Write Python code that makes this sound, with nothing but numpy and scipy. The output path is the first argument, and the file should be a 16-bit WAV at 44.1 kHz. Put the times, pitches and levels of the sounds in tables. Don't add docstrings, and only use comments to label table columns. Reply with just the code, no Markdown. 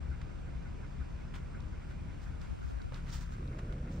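import sys
import numpy as np
from scipy import signal
from scipy.fft import rfft, irfft, next_fast_len
from scipy.io import wavfile
from scipy.ndimage import uniform_filter1d, map_coordinates

SR = 44100
rng = np.random.default_rng(int(sys.argv[2]) if len(sys.argv) > 2 else 0)


def waveform_to_disk(signal):
    frames = np.transpose(np.atleast_2d(signal))
    scaled = np.clip(frames, -1, 1) * 32767
    samples = np.round(scaled).astype(np.int16)
    wavfile.write(sys.argv[1], SR, samples)


N = 176400
T = np.arange(N) / SR
CYCLE_HZ, FIRINGS_PER_CYCLE = 5.592, 6
FIRING_HZ = CYCLE_HZ * FIRINGS_PER_CYCLE
EDGE_STEEPNESS = 9

# multiple_of_firing_rate, level_db
EXHAUST_TONES = [(1, 5), (1.5, -5.5), (2, -2.5), (2.5, -6.5), (3.5, -8.5), (4, -5.5), (5, -6.5), (6, -16),
                 (7, -18.5)]
# offset_s, pitch_hz, width_hz, half_length_s, level_db
CYCLE_NOISES = [(0.1194, 1530, 320, 0.0064, -62.5), (0.1336, 1444, 75, 0.0089, -66),
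                (0.0325, 3400, 450, 0.0018, -73.5), (0.1366, 2130, 140, 0.011, -69)]
# peak_s, level_db
LOUD_CHIRPS = [(.125, -60), (1.015, -59.5), (1.56, -62), (2.635, -59.5)]

# pitch_hz, level_db
AIR_CENTRE_COLOUR = [(750, -59), (950, 1.5), (1150, 2.5), (1450, 4.5), (1850, -0.5), (2400, -0.5),
                     (3100, -10), (5300, -12), (7000, -18.5), (8800, -20), (10000, -62.5), (16000, -29.5)]
AIR_SIDE_COLOUR = [(350, -36), (650, 0.5), (1000, -1.5), (1450, -2), (2000, -11.5), (2900, -5), (4500, -21),
                   (7200, -14.5), (11000, -40)]
MURMUR_COLOUR = [(250, -27.5), (450, 19.5), (750, 25), (1000, 25), (1400, -39.5)]
FIZZ_COLOUR = [(4500, -7), (6500, -5.5), (9000, 10), (12000, 2.5), (16000, -1)]
RUMBLE_COLOUR = [(20, -37.5), (30, -18.5), (50, 10.5), (70, 11.5), (100, 3.5), (140, -13.5), (220, -30),
                 (400, -99)]
FULL_WIND_COLOUR = [(70, -12.5), (130, 7), (200, -2), (300, -8.5), (450, -14.5), (620, -18.5), (800, -31),
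                    (1200, -100)]
SIDE_WIND_COLOUR = [(22, -38.5), (40, -12.5), (68, 1), (110, -4.5), (170, -9), (260, -11), (420, -18),
                    (750, -21), (1200, -35), (1800, -62)]
SAND_COLOUR = [(2000, -14), (3500, 5), (5500, 7.5), (8000, 4), (11000, -12.5), (16000, 4.5)]
SCRAPE_COLOUR = [(200, -9.5), (600, 8.5), (1500, 14.5), (2200, 8), (3500, 4.5), (6000, -9.5), (9000, -6),
                 (16000, -37)]
WIND_POP_COLOUR = [(50, -6.5), (150, 19.5), (350, 8), (700, 11), (1300, 6.5), (1650, -9), (2100, -34.5)]
THUD_COLOUR = [(200, -19), (500, 11), (900, 6.5), (1600, -1), (3000, -7.5), (8000, -31)]
LOW_RUSH_COLOUR = [(100, -10), (200, 8.5), (300, 7.5), (450, 1.5), (620, -1.5), (900, -11)]

# time_s, level_db
EXHAUST_LEVELS = [(0, -46), (2.4, -45), (2.7, -54.5), (3.0, -41), (4, -42)]
MURMUR_LEVELS = [(0, -67.5), (2.35, -68.5), (2.8, -67), (2.93, -75.5), (3.24, -65), (3.3, -86),
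                 (3.6, -78.5), (4, -67)]
FIZZ_LEVELS = [(0, -80), (1.5, -78.5), (2.6, -75), (3.6, -74), (4, -79.5)]
RUMBLE_LEVELS = [(0, -44), (.4, -46), (1.4, -47), (2.3, -46.5), (2.75, -43.5), (2.95, -47.5), (4, -44)]
FULL_WIND_LEVELS = [(0, -49), (.5, -51.5), (2.35, -50), (2.55, -57), (2.8, -58), (2.95, -50), (3.28, -54),
                    (3.5, -45.5), (4, -45)]
LOW_WIDTH_LEVELS = [(0, 1), (2.35, 0), (2.52, 5), (2.85, 6), (2.97, -3.5), (3.3, -2.5), (3.5, -19.5)]
LOW_RUSH_LEVELS = [(3.0, -80), (3.3, -52.5), (3.52, -49.5), (3.8, -51), (4, -50)]

# peak_s, half_length_s, level_db
WIND_BUFFETS = [(0.033, 0.014, -34), (0.106, 0.013, -34), (0.581, 0.026, -38.5), (1.001, 0.02, -34.5),
                (1.151, 0.016, -36), (1.445, .012, -36), (2.349, 0.019, -36.5), (2.522, 0.012, -35.5),
                (2.759, 0.028, -36), (3.701, 0.0052, -29)]
# start_s, level_db
WIND_POPS = [(2.589, -43), (2.617, -43.5), (2.6487, -43.5), (2.7105, -43.5), (2.725, -43.5), (2.7425, -45),
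             (2.7725, -45.5), (2.7873, -42.5), (2.8048, -42.5), (2.824, -45), (2.8412, -44), (2.8696, -45),
             (3.2918, -42), (3.306, -43.5), (3.322, -39.5), (3.337, -45.5), (3.3509, -42), (3.3658, -42),
             (3.383, -40), (3.407, -39.5), (3.4284, -38.5), (3.4568, -41.5), (3.483, -41), (3.5194, -40.5),
             (3.5466, -38), (3.5733, -40), (3.5938, -40), (3.609, -41.5), (3.6272, -44.5), (3.6485, -40.5),
             (3.6713, -41), (3.6926, -40), (3.7165, -42.5), (3.7359, -42), (3.7636, -41), (3.7817, -42),
             (3.807, -45.5), (3.829, -43), (3.8511, -41.5), (3.8758, -42.5), (3.8954, -40), (3.914, -41),
             (3.9789, -40)]
# start_s, level_db, pitch_hz
STONE_TICKS = [(.215, -51, 2300), (1.603, -51.5, 3800), (2.415, -49, 3470), (2.817, -49, 3370),
               (2.943, -43.5, 3400), (3.104, -46.5, 4500), (3.476, -51.5, 3600)]
# peak_s, rise_s, fall_s, level_db, hiss_over_scrape_db
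FOOT_SCUFFS = [(0.216, 0.00052, 0.0043, -48.5, -23.5), (1.341, 0.0012, 0.017, -50.5, -20),
               (1.361, 0.008, 0.02, -55.5, -4), (1.915, 0.018, 0.014, -61, -8.5),
               (2.241, 0.024, 0.036, -63.5, -1.5), (2.423, .012, 0.086, -59.5, -6),
               (2.70, 0.059, 0.057, -72.5, 5.5), (2.96, 0.017, 0.033, -54, -9),
               (3.101, 0.026, 0.0041, -55, -6), (3.145, 0.02, 0.039, -53.5, 5.5),
               (3.215, 0.005, 0.029, -59, 0), (3.335, 0.017, 0.02, -64.5, 3),
               (3.592, 0.005, .008, -51, -12.5), (3.725, 0.0006, 0.0061, -49.5, -15.5),
               (3.93, 0.02, 0.12, -74, 10.5)]
# start_s, level_db
FOOT_KNOCKS = [(2.921, -42.5), (2.937, -46)]

# pitch_hz, likeness (1 same, -1 opposite)
STEREO_LIKENESS = [(500, -0.3), (2000, 0.6), (4700, 0.5), (7000, -0.1), (9500, -0.99), (16000, -0.84)]
# pitch_hz, left_over_right_db
BALANCE = [(150, -3.5), (380, -0.5), (700, -5.5), (1290, -4.5), (2380, 0.5), (4400, -1.5)]
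# time_s, half_length_s, pitch_hz, half_width_octaves, depth_db
CENTRE_DIPS = [(2.69, .09, 400, .75, 14), (2.86, .015, 750, .5, 15), (3.33, .055, 760, .25, 26)]
# time_s, pitch_hz
WIND_FILTER_EDGE = [(3.3, 10), (3.38, 240), (3.52, 540), (4, 740)]


def amp(db):
    return 10 ** (np.asarray(db) / 20)


def unit(x):
    return x / np.sqrt(np.mean(x ** 2) + 1e-20)


def along(rows, hz):
    pitches, values = np.transpose(rows)
    return np.interp(np.log(hz + 1), np.log(pitches + 1), values)


def level(rows):
    return amp(np.interp(T, *np.transpose(rows)))


def wobble(per_s):
    return map_coordinates(rng.standard_normal(int(N * per_s / SR) + 4), [T * per_s])


def swell(peak_s, half_length_s):
    return np.exp(-.5 * ((T - peak_s) / half_length_s) ** 2)


def strike(start_s, fade_s, attack_s=.0006):
    age = np.maximum(T - start_s, 0)
    return (1 - np.exp(-age / attack_s)) * amp(-60 * age / fade_s)


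def stereo(centre, side):
    return np.array([centre + side, centre - side])


def filtered(x, response):
    size = next_fast_len(N + SR // 2)
    return irfft(rfft(x, size) * response(np.fft.rfftfreq(size, 1 / SR)), size)[..., :N]


def swept(x, response):
    hz, time_s, slices = signal.stft(x, SR, nperseg=1024, noverlap=768)
    slices = slices * response(hz[:, None] + 1, time_s)
    return signal.istft(slices, SR, nperseg=1024, noverlap=768)[1][:N]


def rush(colour, patchy_db=1):
    slices = signal.stft(rng.standard_normal(N), nperseg=512)[2]
    patches = uniform_filter1d(rng.standard_normal(slices.shape), size=6, axis=0)
    patches = uniform_filter1d(patches, size=10, axis=1)
    noise = signal.istft(slices * amp(patchy_db * unit(patches)), nperseg=512)[1][:N]
    return unit(filtered(noise, lambda hz: amp(along(colour, hz))))


def grit(colour, grain_db=2):
    def colour_and_spread(hz):
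        angle = np.arccos(np.clip(along(STEREO_LIKENESS, hz), -1, 1)) / 2
        return amp(along(colour, hz)) * [np.cos(angle), np.sin(angle)]
    grains = rng.standard_normal((2, N)) * amp(grain_db * wobble(600))
    return unit(stereo(*filtered(grains, colour_and_spread)))


def exhaust(phase_scatter=0.65):
    phase = 2 * np.pi * FIRING_HZ * T + .05 * wobble(3)
    tones = sum(-amp(db + wobble(1.8)) * np.cos(multiple * phase + phase_scatter * rng.normal())
                for multiple, db in EXHAUST_TONES)
    return unit(tones) * level(EXHAUST_LEVELS)


def air(centre_db=-62.5, side_db=-65.5, pulse_depth=0.072):
    pulse = 1 + pulse_depth * np.cos(2 * np.pi * 2 * FIRING_HZ * T)
    centre_hiss = amp(centre_db) * rush(AIR_CENTRE_COLOUR) * pulse
    murmur = rush(MURMUR_COLOUR) * level(MURMUR_LEVELS)
    side_hiss = amp(side_db) * rush(AIR_SIDE_COLOUR)
    fizz = rush(FIZZ_COLOUR) * level(FIZZ_LEVELS)
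    return stereo(centre_hiss + murmur, side_hiss + fizz)


def wind_rumble():
    return rush(RUMBLE_COLOUR) * level(RUMBLE_LEVELS)


def throb_and_wind(side_db=-50, left_share=0.29, right_share=0.38):
    bass = exhaust() + wind_rumble() + wind_buffets()
    full_wind = rush(FULL_WIND_COLOUR) * level(FULL_WIND_LEVELS)
    side = rush(SIDE_WIND_COLOUR) * amp(side_db) + left_share * bass - right_share * full_wind
    return stereo(bass + full_wind + low_rush(), side * level(LOW_WIDTH_LEVELS))


def engine_clatter(side_share=0.82):
    out = np.zeros((2, N))
    for offset_s, pitch_hz, width_hz, half_length_s, db in CYCLE_NOISES:
        away_s = (((T - offset_s) * CYCLE_HZ + .5) % 1 - .5) / CYCLE_HZ
        bursts = amp(db) * np.exp(-.5 * (away_s / half_length_s) ** 2)
        band = lambda hz: 1 / (1 + (2 * (hz - pitch_hz) / width_hz) ** 2)
        centre, side = unit(filtered(rng.standard_normal((2, N)), band))
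        out += stereo(centre, side_share * side) * bursts
    return out


def wind_buffets(typical_hz=64.1):
    out = np.zeros(N)
    for peak_s, half_length_s, db in WIND_BUFFETS:
        detune, shift = rng.standard_normal(2)
        pitch_hz = typical_hz * np.exp(.1 * detune)
        wave = np.cos(2 * np.pi * pitch_hz * (T - peak_s) + .5 * shift)
        out -= amp(db) * swell(peak_s, half_length_s) * wave
    return out


def engine_chirps(pitch_hz=1500, width_hz=330, half_length_s=0.012):
    band = lambda hz: np.exp(-.5 * (2 * (hz - pitch_hz) / width_hz) ** 2)
    centre, side = unit(filtered(rng.standard_normal((2, N)), band))
    bursts = sum(amp(db) * swell(peak_s, half_length_s) for peak_s, db in LOUD_CHIRPS)
    return stereo(centre, .5 * side) * bursts


def stone_ticks(half_width_octaves=.6):
    out = np.zeros((2, N))
    for start_s, db, pitch_hz in STONE_TICKS:
        band = lambda hz: 1 / (1 + (np.log2((hz + 1) / pitch_hz) / half_width_octaves) ** 2)
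        crack = unit(filtered(grit(SAND_COLOUR), band))
        out += amp(db) * strike(start_s, fade_s=0.012) * crack
    return out


def foot_scuffs():
    scrape_level, hiss_level = np.zeros(N), np.zeros(N)
    for peak_s, rise_s, fall_s, db, hiss_db in FOOT_SCUFFS:
        age = T - peak_s
        stroke = amp(db) * np.where(age < 0, swell(peak_s, rise_s), np.exp(-abs(age) / fall_s))
        scrape_level += stroke
        hiss_level += stroke * amp(hiss_db)
    return scrape_level * grit(SCRAPE_COLOUR) + hiss_level * grit(SAND_COLOUR)


def wind_sputter(lag_cycles=1.5):
    def pop(hz):
        lag = np.exp(-2j * np.pi * lag_cycles * np.log(hz + 1))
        return amp(along(WIND_POP_COLOUR, hz)) * lag
    kicks = np.zeros(N)
    for start_s, db in WIND_POPS:
        kicks[int(start_s * SR)] = amp(db)
    pop_peak = np.abs(irfft(pop(np.fft.rfftfreq(SR, 1 / SR)))).max()
    return stereo(0, filtered(kicks, pop) / pop_peak)


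def hollow_centre(centre):
    def dips(hz, time_s):
        cut_db = 0
        for dip_s, half_length_s, pitch_hz, octaves, depth_db in CENTRE_DIPS:
            time_away = (time_s - dip_s) / half_length_s
            pitch_away = np.log2(hz / pitch_hz) / octaves
            cut_db += depth_db * np.exp(-.5 * (time_away ** 2 + pitch_away ** 2))
        return amp(-cut_db)
    return swept(centre, dips)


def footfall():
    knocks = sum(amp(db) * strike(start_s, fade_s=.03) for start_s, db in FOOT_KNOCKS)
    return grit(THUD_COLOUR) * knocks


def edge_hz(time_s):
    return np.interp(time_s, *np.transpose(WIND_FILTER_EDGE))


def low_rush(above_edge_hz=230):
    opening = lambda hz, time_s: 1 / (1 + (hz / (edge_hz(time_s) + above_edge_hz)) ** EDGE_STEEPNESS)
    return swept(rush(LOW_RUSH_COLOUR), opening) * level(LOW_RUSH_LEVELS)


def wind_filter(side):
    return swept(side, lambda hz, time_s: 1 / (1 + (edge_hz(time_s) / hz) ** EDGE_STEEPNESS))


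def scene():
    upper = engine_clatter() + engine_chirps() + air() + foot_scuffs() + footfall() + stone_ticks()
    upper = filtered(upper, lambda hz: amp(np.outer([.5, -.5], along(BALANCE, hz))))
    left, right = throb_and_wind() + wind_sputter() + upper
    return stereo(hollow_centre((left + right) / 2), wind_filter((left - right) / 2))


def record(dry, fade_in_s=.008, top_hz=15750):
    return filtered(dry * np.minimum(T / fade_in_s, 1), lambda hz: hz < top_hz)


dry = scene()
out = record(dry)
waveform_to_disk(out)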